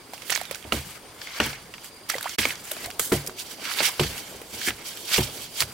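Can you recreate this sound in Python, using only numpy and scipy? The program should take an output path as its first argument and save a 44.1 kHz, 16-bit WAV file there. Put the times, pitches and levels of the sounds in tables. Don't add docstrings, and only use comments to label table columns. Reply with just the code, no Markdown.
import sys
import numpy as np
from scipy import signal
from scipy.fft import rfft, irfft, next_fast_len
from scipy.io import wavfile
from scipy.ndimage import uniform_filter1d, map_coordinates

SR = 44100
rng = np.random.default_rng(int(sys.argv[2]) if len(sys.argv) > 2 else 0)


def generate_wav(signal):
    frames = np.transpose(np.atleast_2d(signal))
    scaled = np.clip(frames, -1, 1) * 32767
    pcm = np.round(scaled).astype(np.int16)
    wavfile.write(sys.argv[1], SR, pcm)


def undo_db(level):
    steps = np.asarray(level, float) / 20
    return 10 ** steps


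N = 252693

# fade out from, fade out to, fade in from and fade in to, all in seconds.
SCENE_CHANGE = (2.348, 2.364, 2.379, 2.385)

# centre in Hz, width in Hz, level in dB.
BLADE_MODES = [(1560, 250, -7), (2230, 170, -2), (3150, 260, -2), (4560, 200, 0), (5700, 250, -7),
               (7400, 500, -8)]
# centre in Hz, width in Hz.
SINGING_MODES = [(2120, 58), (3400, 120)]
SINGING_DB = -14.5

# frequency in Hz, density in dB per Hz.
GRIT_COLOUR = [(1500, -15.5), (2400, -5.5), (3100, -1.5), (4600, -3.5), (6000, -3.5), (8500, -15.5)]
COARSE_COLOUR = [(450, -7), (900, -1.5), (1400, 0), (2200, -1), (2900, -4), (4000, -55)]
SAND_COLOUR = [(3000, -6), (5500, -6.5), (7500, -0.5), (11000, -2), (16000, -5.5)]
CRUMBS_COLOUR = [(120, -22), (230, -3), (430, -1), (750, -5.5), (1300, -15.5), (2500, -21.5)]
RUMBLE_COLOUR = [(20, -9), (60, -6.5), (120, -1.5), (200, -5), (350, -27)]
SPLAT_COLOUR = [(300, -10.5), (700, -1.5), (1600, -1), (2600, -4), (4500, -6)]
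CRACK_COLOUR = [(1200, -6), (2500, -3.5), (4000, -7.5), (6000, -8.5), (9000, -24)]
FOREST_COLOUR = [(250, -1.5), (500, -5), (1000, 0), (2000, -13), (4000, -8), (8000, -16.5), (16000, -29)]

# start in seconds, grit level in dB,
# seconds to fall 20 dB, coarse soil share in dB, fine sand share in dB.
BITES = [(.142, -38.5, 0.05, -10, -6), (0.3, -34.5, 0.26, -1, -7), (.515, -45.5, 0.1, -1.5, -5),
         (.724, -33.5, 0.1343, 2, 0.5), (.75, -42, 0.35, -5, -0.5), (1.215, -42.5, .5, -3, -12),
         (1.403, -28.5, 0.14, 5, -23), (1.742, -41, 0.03, 0.5, -17), (2.092, -35, 0.12, -3, -3),
         (2.099, -30, 0.04, -9, 1), (2.13, -43.5, 0.8, -1.5, -9), (2.387, -26, 0.1335, 1.5, -1),
         (2.997, -40, 0.18, -0.5, 13.5), (3.122, -30, 0.12, 0, 0.5), (3.998, -28.5, 0.23, -8, -4.5)]
BITE_RISE_S = 0.0065
SETTLE_DB, SETTLE_FALL_S = -20.5, 0.49
# peak in seconds, grit level in dB,
# seconds to rise 20 dB, seconds to fall 20 dB, coarse soil share in dB.
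DRAGS_FAR = [
    (.368, -35, 0.21, 0.05, -8.5),
    (.98, -47.5, 0.86, 0, 0),
    (1.39, -39.5, .3, 0, 2),
    (1.452, -31.5, 0.11, 0.105, -8),
    (1.86, -43.5, 0.1, 0.06, -8),
    (2.32, -40, 0.25, 0.5, -5.5),
]
# peak in seconds, grit level in dB, seconds to rise 20 dB,
# seconds to fall 20 dB, coarse soil share in dB.
DRAGS_NEAR = [(2.527, -36, 0.33, .03, 0), (2.73, -43.5, 0.25, 0.3, -3), (2.862, -42.5, 0.25, 0.03, 3.5),
              (3.403, -31.5, 0.053, 0.058, -11), (3.52, -41, 0.17, 0.095, -7.5),
              (3.66, -34, 0.089, 0.77, -1), (3.775, -31, 0.014, 0.14, -4), (3.795, -29.5, .04, 0.051, -5),
              (3.858, -22, 0.08, 0.055, -4), (3.892, -25.5, 0.17, 0.015, -1.5),
              (4.2, -39.5, 0.18, 0.051, -2), (4.28, -48, 0.039, 0.41, -1.5), (4.54, -40, 0.038, .3, -3),
              (4.65, -33, 0.16, 0.086, -6), (4.685, -25, 0.071, 0.034, -9), (4.8, -45.5, 0.088, 0.18, 0),
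              (4.864, -37.5, 0.044, 0.28, -8), (5.085, -34.5, 0.028, 0.25, -8),
              (5.143, -20, 0.061, 0.12, -6), (5.24, -31.5, 0.33, 0.067, -23),
              (5.42, -36.5, 0.31, 0.13, -11), (5.587, -30.5, 0.063, 0.06, -18),
              (5.617, -24.5, 0.052, 0.038, -4.5), (5.72, -46, 0.36, .5, -6)]
SAND_DB, SAND_LAGS = -1, 0.17
# grit level in dB, coarse soil share in dB,
# sand share in dB.
TRICKLE = [
    (-59, 3, 1.8),
    (-56.5, -0.5, 2.8),
]

# start in seconds, boom in dB, then shares in dB of shaft bend, knock, crunch.
CHOPS = [(0.649, -35.5, -15, -6, -0.5), (0.723, -25.5, -4, 8, 1.5), (0.769, -29.5, 0, -3.5, -16),
         (1.4, -28, 0, 10.5, 7), (1.459, -36.5, 5, 7, -5), (2.384, -28.5, -22, 4.5, -5),
         (2.451, -50.5, -10, -7, 22), (2.845, -40, -13, -8, -2), (2.996, -45, 0, 3.5, -3),
         (3.12, -27, 1, 11.5, 8), (3.149, -35, 6, -15, -3), (3.278, -51.5, -6, 16, 5),
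         (3.805, -50.5, 10, 16, 20), (3.996, -25.5, 7, 8, 3), (4.036, -26, 0, -14, -7.5),
         (4.339, -43, -15, -1, 7), (4.53, -43, -18, 6, 5.5), (4.675, -35, -17, 5.5, 3.5),
         (5.181, -21, 1, 3.5, 0.5), (5.612, -35, 0, -5.5, -0.5)]
# mode in Hz, seconds to fall 60 dB.
SHAFT_FAR = [(76, 0.24), (105, 0.15), (140, 0.21), (222, 0.13), (300, 0.089), (410, 0.059), (650, 0.066)]
SHAFT_NEAR = [(66, 0.23), (102, 0.23), (141, 0.28), (215, 0.13), (290, 0.082), (361, 0.12), (430, 0.076),
              (620, 0.018)]
THUD_DB = -1.5
# start in seconds, level in dB, then the share of each mode in dB.
CLANGS = [
    (0.7219, -9, -9.5, -33, -4.5),
    (1.4016, -13, -23, -18, 0),
    (3.118, -17, -6.5, -10.5, -30.5),
    (3.9963, -13, -35, -14.5, 2),
    (5.1806, -12, -22, -25, -2),
]
# mode in Hz, seconds to fall 60 dB.
CLANG_MODES = [(1330, 0.023), (2080, 0.048), (2850, 0.016)]
WET_FLUTTER_DB, SHAFT_FLUTTER_DB = 2.5, 1.3

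# start in seconds, peak in dB, centre in Hz, length in seconds.
CATCHES = [(0.279, -31, 13000, 0.0091), (0.2972, -23, 1500, 0.0024), (0.2972, -23, 4500, 0.0025),
           (0.3015, -15.5, 2820, 0.0024), (0.303, -17.5, 8500, 0.005), (0.3123, -18, 12800, 0.0023),
           (0.319, -24, 1200, 0.0035), (0.32, -19, 5100, 0.011), (0.324, -23, 1990, 0.007),
           (0.3362, -24, 2020, 0.005), (0.3495, -17, 6130, 0.003), (0.3522, -14.5, 5000, 0.0034),
           (0.3577, -17, 2000, 0.0042), (0.359, -35, 8200, 0.006), (0.36, -32, 14500, 0.0028),
           (0.3755, -19, 2500, 0.002), (0.401, -35, 1600, 0.006), (0.433, -33, 10000, 0.0036),
           (0.51, -38, 6000, 0.0037), (0.5128, -29, 12800, 0.0055), (0.5248, -32, 4030, 0.0051),
           (0.546, -32, 9000, 0.004), (0.7373, -29, 2020, 0.0025), (0.7488, -28, 4030, 0.008),
           (0.7628, -31, 2540, 0.004), (1.392, -31, 2190, 0.008), (1.4053, -14.5, 1600, 0.0047),
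           (1.4123, -23, 2020, 0.0045), (1.4223, -26, 2020, 0.0035), (1.4273, -24, 2540, 0.0077),
           (1.43, -27, 5800, 0.015), (1.4462, -27, 2540, 0.004), (1.4617, -23, 12800, 0.0035),
           (1.4627, -37, 2020, 0.0085), (1.474, -32, 3000, 0.0078), (1.5305, -33, 2020, 0.0041),
           (2.0895, -29, 11000, 0.005), (2.0902, -33.5, 3200, 0.0155), (2.099, -19.5, 2010, 0.0029),
           (2.099, -17, 10900, 0.004), (2.0992, -17, 5080, 0.0047), (2.139, -39, 900, 0.0044),
           (2.162, -37, 2500, 0.003), (2.182, -35, 1600, 0.005), (2.182, -25, 5080, 0.005),
           (2.209, -28, 10160, 0.0055), (2.2274, -22, 10160, 0.0054), (2.2424, -27, 3200, 0.0029),
           (2.2559, -25.5, 800, 0.0071), (2.292, -27, 5450, 0.009),
           (2.3895, -10.5, 3050, 0.003), (2.4015, -24, 10160, 0.013), (2.4025, -19, 4030, 0.003),
                (2.4165, -17, 2020, 0.003), (2.428, -18.5, 2320, 0.012), (2.493, -23, 2540, 0.0035),
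                (2.5051, -19.5, 2500, 0.0038), (2.5547, -26.5, 5050, 0.0036), (2.7128, -20, 12800, 0.0055),
                (2.844, -26.5, 3980, 0.0055), (2.912, -26, 3180, 0.002), (2.9959, -23, 2000, 0.0036),
                (3.276, -24, 10160, 0.0035), (3.295, -31.5, 1600, 0.003), (3.3968, -37, 3230, 0.022),
                (3.3968, -27, 4030, 0.006), (3.6395, -29, 2540, 0.003), (3.653, -30, 2000, 0.004),
                (3.6597, -26, 2540, 0.003), (3.6906, -28, 2540, 0.0027), (3.6936, -30, 4030, 0.0075),
                (3.698, -29, 1600, 0.0031), (3.7124, -23.5, 1600, 0.003), (3.7375, -21, 4030, 0.0027),
                (3.7704, -30, 1270, 0.003), (3.7864, -18, 2540, 0.0039), (3.7904, -20, 4030, 0.013),
                (3.8039, -20.5, 2000, 0.0045), (3.8607, -16, 2540, 0.0081), (3.9957, -16, 3200, 0.0076),
                (4.011, -30, 2020, 0.006), (4.0378, -23, 2540, 0.0041), (4.66, -25, 8060, 0.016),
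                (4.6614, -25, 12800, 0.018), (4.664, -21, 1840, 0.029), (4.6738, -16.5, 5080, 0.0026),
                (4.6829, -17.5, 1910, 0.0041), (4.6924, -20, 2540, 0.0025), (4.7058, -19, 2020, 0.0023),
                (5.0889, -28, 3200, 0.003), (5.114, -26, 2020, 0.005), (5.1273, -21, 3200, 0.0185),
                (5.1363, -16, 4050, 0.015), (5.1423, -13, 2540, 0.0041), (5.2062, -28, 3200, 0.0105),
                (5.2176, -27, 794, 0.0055), (5.5778, -28, 4000, 0.004), (5.598, -15.5, 4300, 0.021),
                (5.605, -9, 4600, 0.0017), (5.6224, -12.5, 2600, 0.0028),
           (.2975, -28, 600, 0.0036), (.376, -28, 805, 0.0028), (.64, -33.5, 2700, .008),
         (2.453, -21, 600, .003), (2.712, -25.5, 2650, 0.0034), (3.6528, -21, 3200, 0.0017),
         (3.8043, -16, 1200, 0.0013), (4.672, -28.5, 278, 0.015), (5.615, -22.5, 1220, .008),
         (2.272, -33, 1500, 0.0087), (2.279, -31, 2500, .006), (2.108, -31, 1690, 0.018)]
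CATCH_WIDTH, CATCH_ALIKE = 0.38, 0.9
CATCH_DB, CATCH_SHORTER_S = 1.5, .0012
SNAP_S = .0008

# start in seconds, peak in dB, pitch in Hz, ringing share in dB, fine spray share in dB.
STRIKES = [(.723, -6.5, 486, -8, -20), (1.401, -4, 1490, -7.5, -22.5), (2.385, -9.5, 1690, -6.5, -12.5),
           (2.392, -14.5, 2040, 7, -23), (2.453, -2.5, 2240, -2, -23), (2.7155, -14, 600, -3, -6),
           (2.995, -9.5, 462, -8.5, -2.5), (3.121, -5.5, 383, -0.5, -21), (3.273, -25, 5250, 3, 1.5),
           (3.804, -7, 580, -5.5, -26), (3.995, -3, 461, -2, -22), (5.161, -8.5, 2300, -5, -21),
           (5.18, -6.5, 450, 0, -29), (5.605, -9, 4560, -1, -7), (5.6225, -9, 1600, -7, -20)]
# start in seconds, peak in dB, pitch in Hz, fine spray share in dB.
STONES = [(1.216, -22, 4930, -21), (1.272, -20, 2140, -22.5), (1.462, -21, 2070, -7),
          (1.53, -22.5, 755, -30), (1.739, -21.5, 2660, -23), (1.781, -25, 2260, -38),
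          (1.844, -29.5, 2450, -4.5), (2.5045, -26, 2390, -30), (2.766, -21, 665, -18.5),
          (2.844, -22, 3960, -21), (2.859, -22, 726, -4.5), (2.903, -19, 2690, -14), (3.264, -25, 4840, -3),
          (3.295, -22, 1580, -28), (3.64, -25, 2380, -18), (3.652, -16, 2390, -24),
          (3.698, -18.5, 1570, -20), (3.717, -15, 2310, -18), (4.034, -9.5, 2170, -20),
          (4.179, -19, 2930, -10.5), (4.416, -23, 455, -14), (4.615, -17.5, 1710, -16),
          (4.686, -16, 2230, -10), (4.705, -19, 1800, -25), (4.972, -25.5, 3160, -7)]
# start in seconds, peak in dB, pitch in Hz, ringing share in dB.
DROPS = [(.1345, -19.5, 763, -3), (.179, -30.5, 2730, 0), (.22, -30, 4740, -19), (.279, -32, 5630, -6),
         (0.2973, -22, 3300, -7), (.302, -17, 3270, -10), (.3195, -14, 690, -5.5), (0.324, -14, 1890, 1),
         (.35, -22, 5630, -3), (.359, -15, 900, -6.5), (0.375, -21, 4020, 3), (0.413, -15.5, 730, 0),
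         (0.453, -23.5, 3800, -2), (.511, -13, 543, -4), (.546, -20, 3600, -9), (.555, -21, 1490, 0),
         (.626, -31, 3400, 0), (2.099, -12.5, 1390, -13), (2.138, -22, 750, 0), (2.152, -20.5, 520, 3.5),
         (2.161, -20, 490, -6.5), (2.182, -19.5, 834, -14), (2.209, -20, 1570, 1), (2.228, -20.5, 3820, -1),
         (2.242, -21.5, 860, -16), (2.293, -20, 3570, -3)]
DROP_SPRAY_DB, STONE_RING_DB = -14, -5

# level in dB over its crunch, seconds to rise 20 dB, seconds to fall 20 dB.
CRUMBLE = (-26.5, .03, 0.42)
# level in dB over its boom, seconds to rise 20 dB, seconds to fall 20 dB.
SHUDDER = (-23.5, 0.022, 0.34)
CRUMBS_DB, RUMBLE_DB = (-53, -48.5), (-61, -61)

# start in seconds, length in seconds, first pitch in Hz, last pitch in Hz, level in dB.
GLIDES = [
    (2.2562, .025, 680, 2700, -23),
    (2.143, 0.0062, 1960, 2020, -24.5),
    (.455, .052, 3900, 3400, -49),
    (2.874, .027, 667, 740, -37),
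]
FADE_DB_PER_OCTAVE = -6.5

# pitch in Hz, width in Hz.
INSECTS = [
    (4800, 80),
    (9100, 420),
]
# peak
# in seconds, level in dB, seconds to rise 20 dB, seconds to fall 20 dB.
BOUTS = [
    (.1, -58, 2.5, 2),
    (1.97, -53, .5, 2),
    (3.8, -43, 0.17, 0.46),
    (3.795, -29.5, 0, 0.05),
    (5.143, -27, .03, 0.02),
    (3.8, -52, 1.5, .5),
    (5.53, -50, .03, 2.5),
]
HUM_DB, DRONE_DB = -65, (-59, -61.5)

# frequency in Hz, left-right likeness from 0 to 1.
ALIKE = [(100, 0.97), (250, 0.88), (500, 0.84), (1000, 0.66), (2500, 0.48), (5000, 0.38), (10000, 0.24)]
# frequency in Hz, share from 0 to 1.
SPREAD = [(250, .01), (600, 0.39), (1200, 1), (10000, 1)]
# time in seconds, left over right in dB.
LEAN = [(0.0, -2.5), (0.33, -8.5), (0.75, -6), (0.86, 1.5), (2.23, -4.5), (2.76, -1), (3.85, -5.5),
        (3.94, -2), (5.63, -4), (5.73, -1.5)]


def unit(x):
    return x / np.sqrt(np.mean(x ** 2) + 1e-20)


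def along(points, hz):
    f, v = np.transpose(points)
    return np.interp(np.log(hz + 1), np.log(f + 1), v)


def curves(rows):
    s, *cols = np.transpose(rows)
    return [np.interp(np.arange(N) / SR, s, c) for c in cols]


def wobble(rate):
    steps = np.arange(0, N + 16, 16)
    knots = rng.standard_normal(int(N * rate / SR) + 4)
    return np.interp(np.arange(N), steps, map_coordinates(knots, [steps * rate / SR]))


def filtered(x, response):
    m = next_fast_len(N + 4096, real=True)
    return irfft(rfft(x, m) * response(np.fft.rfftfreq(m, 1 / SR)), m)[..., :N]


def shape(points):
    closed = [(points[0][0] / 2, -120)] + points + [(points[-1][0] * 2, -120)]
    return lambda hz: undo_db(along(closed, hz))


def grainy(spectrum, share, spike_db, lumps_db, patchy_db):
    chance = rng.random(N)
    height = np.minimum(np.log(share / np.minimum(chance, share)), 3)
    spikes = (chance < share) * undo_db(spike_db * height)
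    lumps = undo_db(lumps_db * (wobble(25) + wobble(90)))
    z = signal.stft(rng.standard_normal((2, N)), nperseg=256)[2]
    field = uniform_filter1d(rng.standard_normal(z.shape[1:]), size=2, axis=0)
    field = uniform_filter1d(field, size=8, axis=1)
    pair = signal.istft(z * undo_db(patchy_db * unit(field)), nperseg=256)[1][:, :N]
    pair = pair * lumps * (1 + uniform_filter1d(spikes, size=5) * 5)

    def colour(hz):
        turn = np.arccos(np.clip(along(ALIKE, hz), -1, 1)) / 2
        return spectrum(hz) * [np.cos(turn), np.sin(turn)]
    mid, side = filtered(pair, colour)
    return unit(np.array([mid + side, mid - side]))


def placed(pair, pan_db):
    lean = pair * (undo_db([pan_db / 2, -pan_db / 2]) - 1)
    return pair + filtered(lean, lambda hz: along(SPREAD, hz))


def swells(rows):
    s, db, rise, fall = np.transpose(rows)[:, :, None]
    t = np.arange(0, N + 32, 32) / SR
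    level_db = db - 20 * np.maximum((s - t) / rise, (t - s) / fall)
    return np.interp(np.arange(N) / SR, t, np.linalg.norm(undo_db(level_db), axis=0))


def by_place(far_db, near_db):
    return np.where(np.arange(N) / SR < SCENE_CHANGE[2], undo_db(far_db), undo_db(near_db))


def soil_gains():
    strokes = []
    for s, db, fall, coarse, sand in BITES:
        strokes.append((s, db, BITE_RISE_S, fall, 0, coarse, sand))
        strokes.append((s, db + SETTLE_DB, BITE_RISE_S, SETTLE_FALL_S, 0, coarse / 2, sand / 2))
    for s, db, rise, fall, coarse in DRAGS_FAR + DRAGS_NEAR:
        strokes.append((s, db, rise, fall, 0, coarse, SAND_DB - SAND_LAGS * (db + 38)))
    gains = []
    for k in range(3):
        rest = by_place(*[db + [0, *shares][k] for db, *shares in TRICKLE])
        moving = swells([(s, db + shares[k], rise, fall) for s, db, rise, fall, *shares in strokes])
        gains.append(np.hypot(rest, moving))
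    return gains


def scrape():
    grit_gain, coarse_gain, sand_gain = soil_gains()

    def steel(f):
        return 1 + 2.0 * sum(undo_db(db) * f * w / np.hypot(c * c - f * f, f * w) for c, w, db in BLADE_MODES)
    coarse = grainy(lambda hz: shape(COARSE_COLOUR)(hz) * steel(hz),
                    share=.003, spike_db=1.5, lumps_db=1.3, patchy_db=2.5)
    grit = grainy(lambda hz: shape(GRIT_COLOUR)(hz) * steel(hz),
                  share=0.0094, spike_db=2.5, lumps_db=1.5, patchy_db=2.0)
    sand = grainy(shape(SAND_COLOUR), share=0.0031, spike_db=2.0, lumps_db=1.63, patchy_db=1.5)
    return undo_db(-1.18) * grit_gain * grit + undo_db(-1.5) * coarse_gain * coarse + undo_db(0.4) * sand_gain * sand


def singing():
    def tones(f):
        return sum(np.exp(-((f - hz) / width) ** 2) for hz, width in SINGING_MODES)
    song = unit(filtered(rng.standard_normal(N), tones))
    return by_place(SINGING_DB, -120) * soil_gains()[0] * song


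def chops():
    out, t = np.zeros(N + SR), np.arange(SR // 3) / SR
    crunch = grainy(shape(CRUMBS_COLOUR), share=0.0055, spike_db=0.5, lumps_db=0.5, patchy_db=3.0)
    crunch_gain = np.zeros(N + SR)
    detune = rng.standard_normal((len(CHOPS), 8))
    for (s, boom_db, bend_db, knock_db, crunch_db), chances in zip(CHOPS, detune):
        shares_db = [0, bend_db, knock_db + THUD_DB, knock_db, crunch_db]
        modes = SHAFT_FAR if s < SCENE_CHANGE[2] + .05 else SHAFT_NEAR
        start = round(s * SR)
        for (hz, t60), chance in zip(modes, chances):
            share_db = shares_db[np.searchsorted([120, 190, 320, 520], hz)]
            rise = 1 - np.exp(-t * hz / 0.75)
            tone = np.sin(2 * np.pi * hz * (1 + 0.027 * chance) * t)
            out[start:][:len(t)] += undo_db(boom_db + share_db - 0.5 - 60 * t / t60) * rise * tone
        crunch_fall = undo_db(boom_db + crunch_db - 1.5 - 60 * t / 0.14)
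        crunch_gain[start:][:len(t)] += crunch_fall * (1 - np.exp(-t / 0.001))
    return out[:N], crunch_gain[:N] * crunch


def clangs():
    out, t = np.zeros(N + SR), np.arange(SR // 10) / SR
    for s, db, *shares_db in CLANGS:
        for (hz, t60), share_db in zip(CLANG_MODES, shares_db):
            ring = undo_db(db + share_db + 1.0 - 60 * t / t60) * (1 - np.exp(-t / 0.0003))
            out[round(s * SR):][:len(t)] += ring * np.sin(2 * np.pi * hz * t)
    return out[:N] * undo_db(1.6 * wobble(400))


def catches():
    out, rows = np.zeros((2, N + SR)), CATCHES
    t = np.arange(SR // 12) / SR
    turn = np.arccos(np.clip(CATCH_ALIKE, 0, 1)) / 2
    for (s, db, hz, length), noise in zip(rows, rng.standard_normal((len(rows), 2, len(t)))):
        u = 2.34 * t / max(length - CATCH_SHORTER_S, .0006)
        edges = hz * np.exp(np.array([-.5, .5]) * (CATCH_WIDTH + SNAP_S / length))
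        band = signal.butter(2, np.minimum(edges, [15000, 17000]), "bandpass", fs=SR, output="sos")
        mid, side = signal.sosfilt(band, noise * u * np.exp(-u))
        size = undo_db(db + CATCH_DB) / np.abs(signal.hilbert(mid)).max()
        out[:, round(s * SR):][:, :len(t)] += size * (mid + np.tan(turn) * side * [[1], [-1]])
    return out[:, :N]


def ticks():
    rings, splats, cracks, sprays = np.zeros((4, N + SR))
    t = np.arange(SR // 5) / SR
    burst = (undo_db(-60 * t / 0.015) + undo_db(-8.5 - 60 * t / 0.073)) * (1 - np.exp(-t / 0.00027))
    impacts = STRIKES + [(*drop, DROP_SPRAY_DB) for drop in DROPS]
    impacts += [(s, db, hz, STONE_RING_DB, spray_db) for s, db, hz, spray_db in STONES]
    for s, db, hz, ring_db, spray_db in impacts:
        start = round(s * SR)
        life = 0.0052 + 10 / hz
        swell = 1 - np.exp(-t * hz / 1.27)
        tone = np.sin(2 * np.pi * hz * t * (1 + 0.59 * t))
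        rings[start:][:len(t)] += undo_db(db + ring_db - 60 * t / life) * swell * tone
        hardness = np.clip(hz / 4200, .25, .9)
        impact = undo_db(db - 14.5 - ring_db / 2) * burst
        splats[start:][:len(t)] += (1 - hardness) * impact
        cracks[start:][:len(t)] += hardness * undo_db(1.5) * impact
        sprays[start:][:len(t)] += undo_db(db + spray_db - 2.5) * burst
    splat, crack, spray = [grainy(shape(colour), share=.003, spike_db=0, lumps_db=0, patchy_db=1.5)
                           for colour in (SPLAT_COLOUR, CRACK_COLOUR, SAND_COLOUR)]
    return rings[:N], splats[:N] * splat + cracks[:N] * crack + sprays[:N] * spray


def after_chops(over_db, rise, fall, crunchy):
    return swells([(s + rise, db + over_db + crunchy * crunch_db, rise, fall) for s, db, *_, crunch_db in CHOPS])


def earth():
    crumbs = grainy(shape(CRUMBS_COLOUR), share=.002, spike_db=2, lumps_db=1.5, patchy_db=2)
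    rumble = grainy(shape(RUMBLE_COLOUR), share=.0005, spike_db=1, lumps_db=1.5, patchy_db=.5)
    crumbs_gain = np.hypot(by_place(*CRUMBS_DB), after_chops(*CRUMBLE, True))
    rumble_gain = np.hypot(by_place(*RUMBLE_DB), after_chops(*SHUDDER, False))
    return crumbs_gain * crumbs + rumble_gain * undo_db(3.5) * rumble


def glides():
    out = np.zeros(N)
    for s, length, from_hz, to_hz, db in GLIDES:
        fade_db = FADE_DB_PER_OCTAVE * np.log2(to_hz / from_hz)
        u = np.arange(round(length * SR)) / (length * SR)
        phase = 2 * np.pi * np.cumsum(from_hz * (to_hz / from_hz) ** u) / SR
        ramps = np.minimum(1, np.minimum(15 * u, 8 * (1 - u)))
        out[round(s * SR):][:len(u)] += undo_db(db + fade_db * u) * ramps * np.sin(phase)
    return out * undo_db(3 * wobble(300) + [[-2.5], [2.5]])


def forest():
    leaves = grainy(shape(FOREST_COLOUR), share=.0002, spike_db=1, lumps_db=.6, patchy_db=1.2)
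    air = undo_db(-52.5) * leaves
    gains = np.hypot(undo_db(HUM_DB), swells(BOUTS)), by_place(*DRONE_DB)
    for (hz, width), gain in zip(INSECTS, gains):
        song = filtered(rng.standard_normal((2, N)), lambda f: np.exp(-((f - hz) / width) ** 2))
        air += gain * undo_db(1.5 * wobble(12) + 1.2 * wobble(12)[::-1]) * unit(song)
    return air


def scene():
    soil, (rings, puffs), steel = scrape(), ticks(), clangs()
    ground, (shaft, crunch) = earth(), chops()
    bank = ground + crunch + glides() + forest()
    spade = soil + puffs + steel + catches() + singing() + rings * undo_db(WET_FLUTTER_DB * wobble(500))
    return bank + shaft * undo_db(SHAFT_FLUTTER_DB * wobble(35)) + placed(spade, curves(LEAN)[0])


def roll_off(x):
    return signal.sosfilt(signal.butter(12, 16970, fs=SR, output="sos"), x)


def record(dry):
    fade = np.interp(np.arange(N) / SR, SCENE_CHANGE, [1, 0, 0, 1])
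    limited = filtered(dry, lambda hz: np.where(hz < 15850, 1, .003))
    return roll_off(fade * limited)


dry = scene()
out = record(dry)
generate_wav(out)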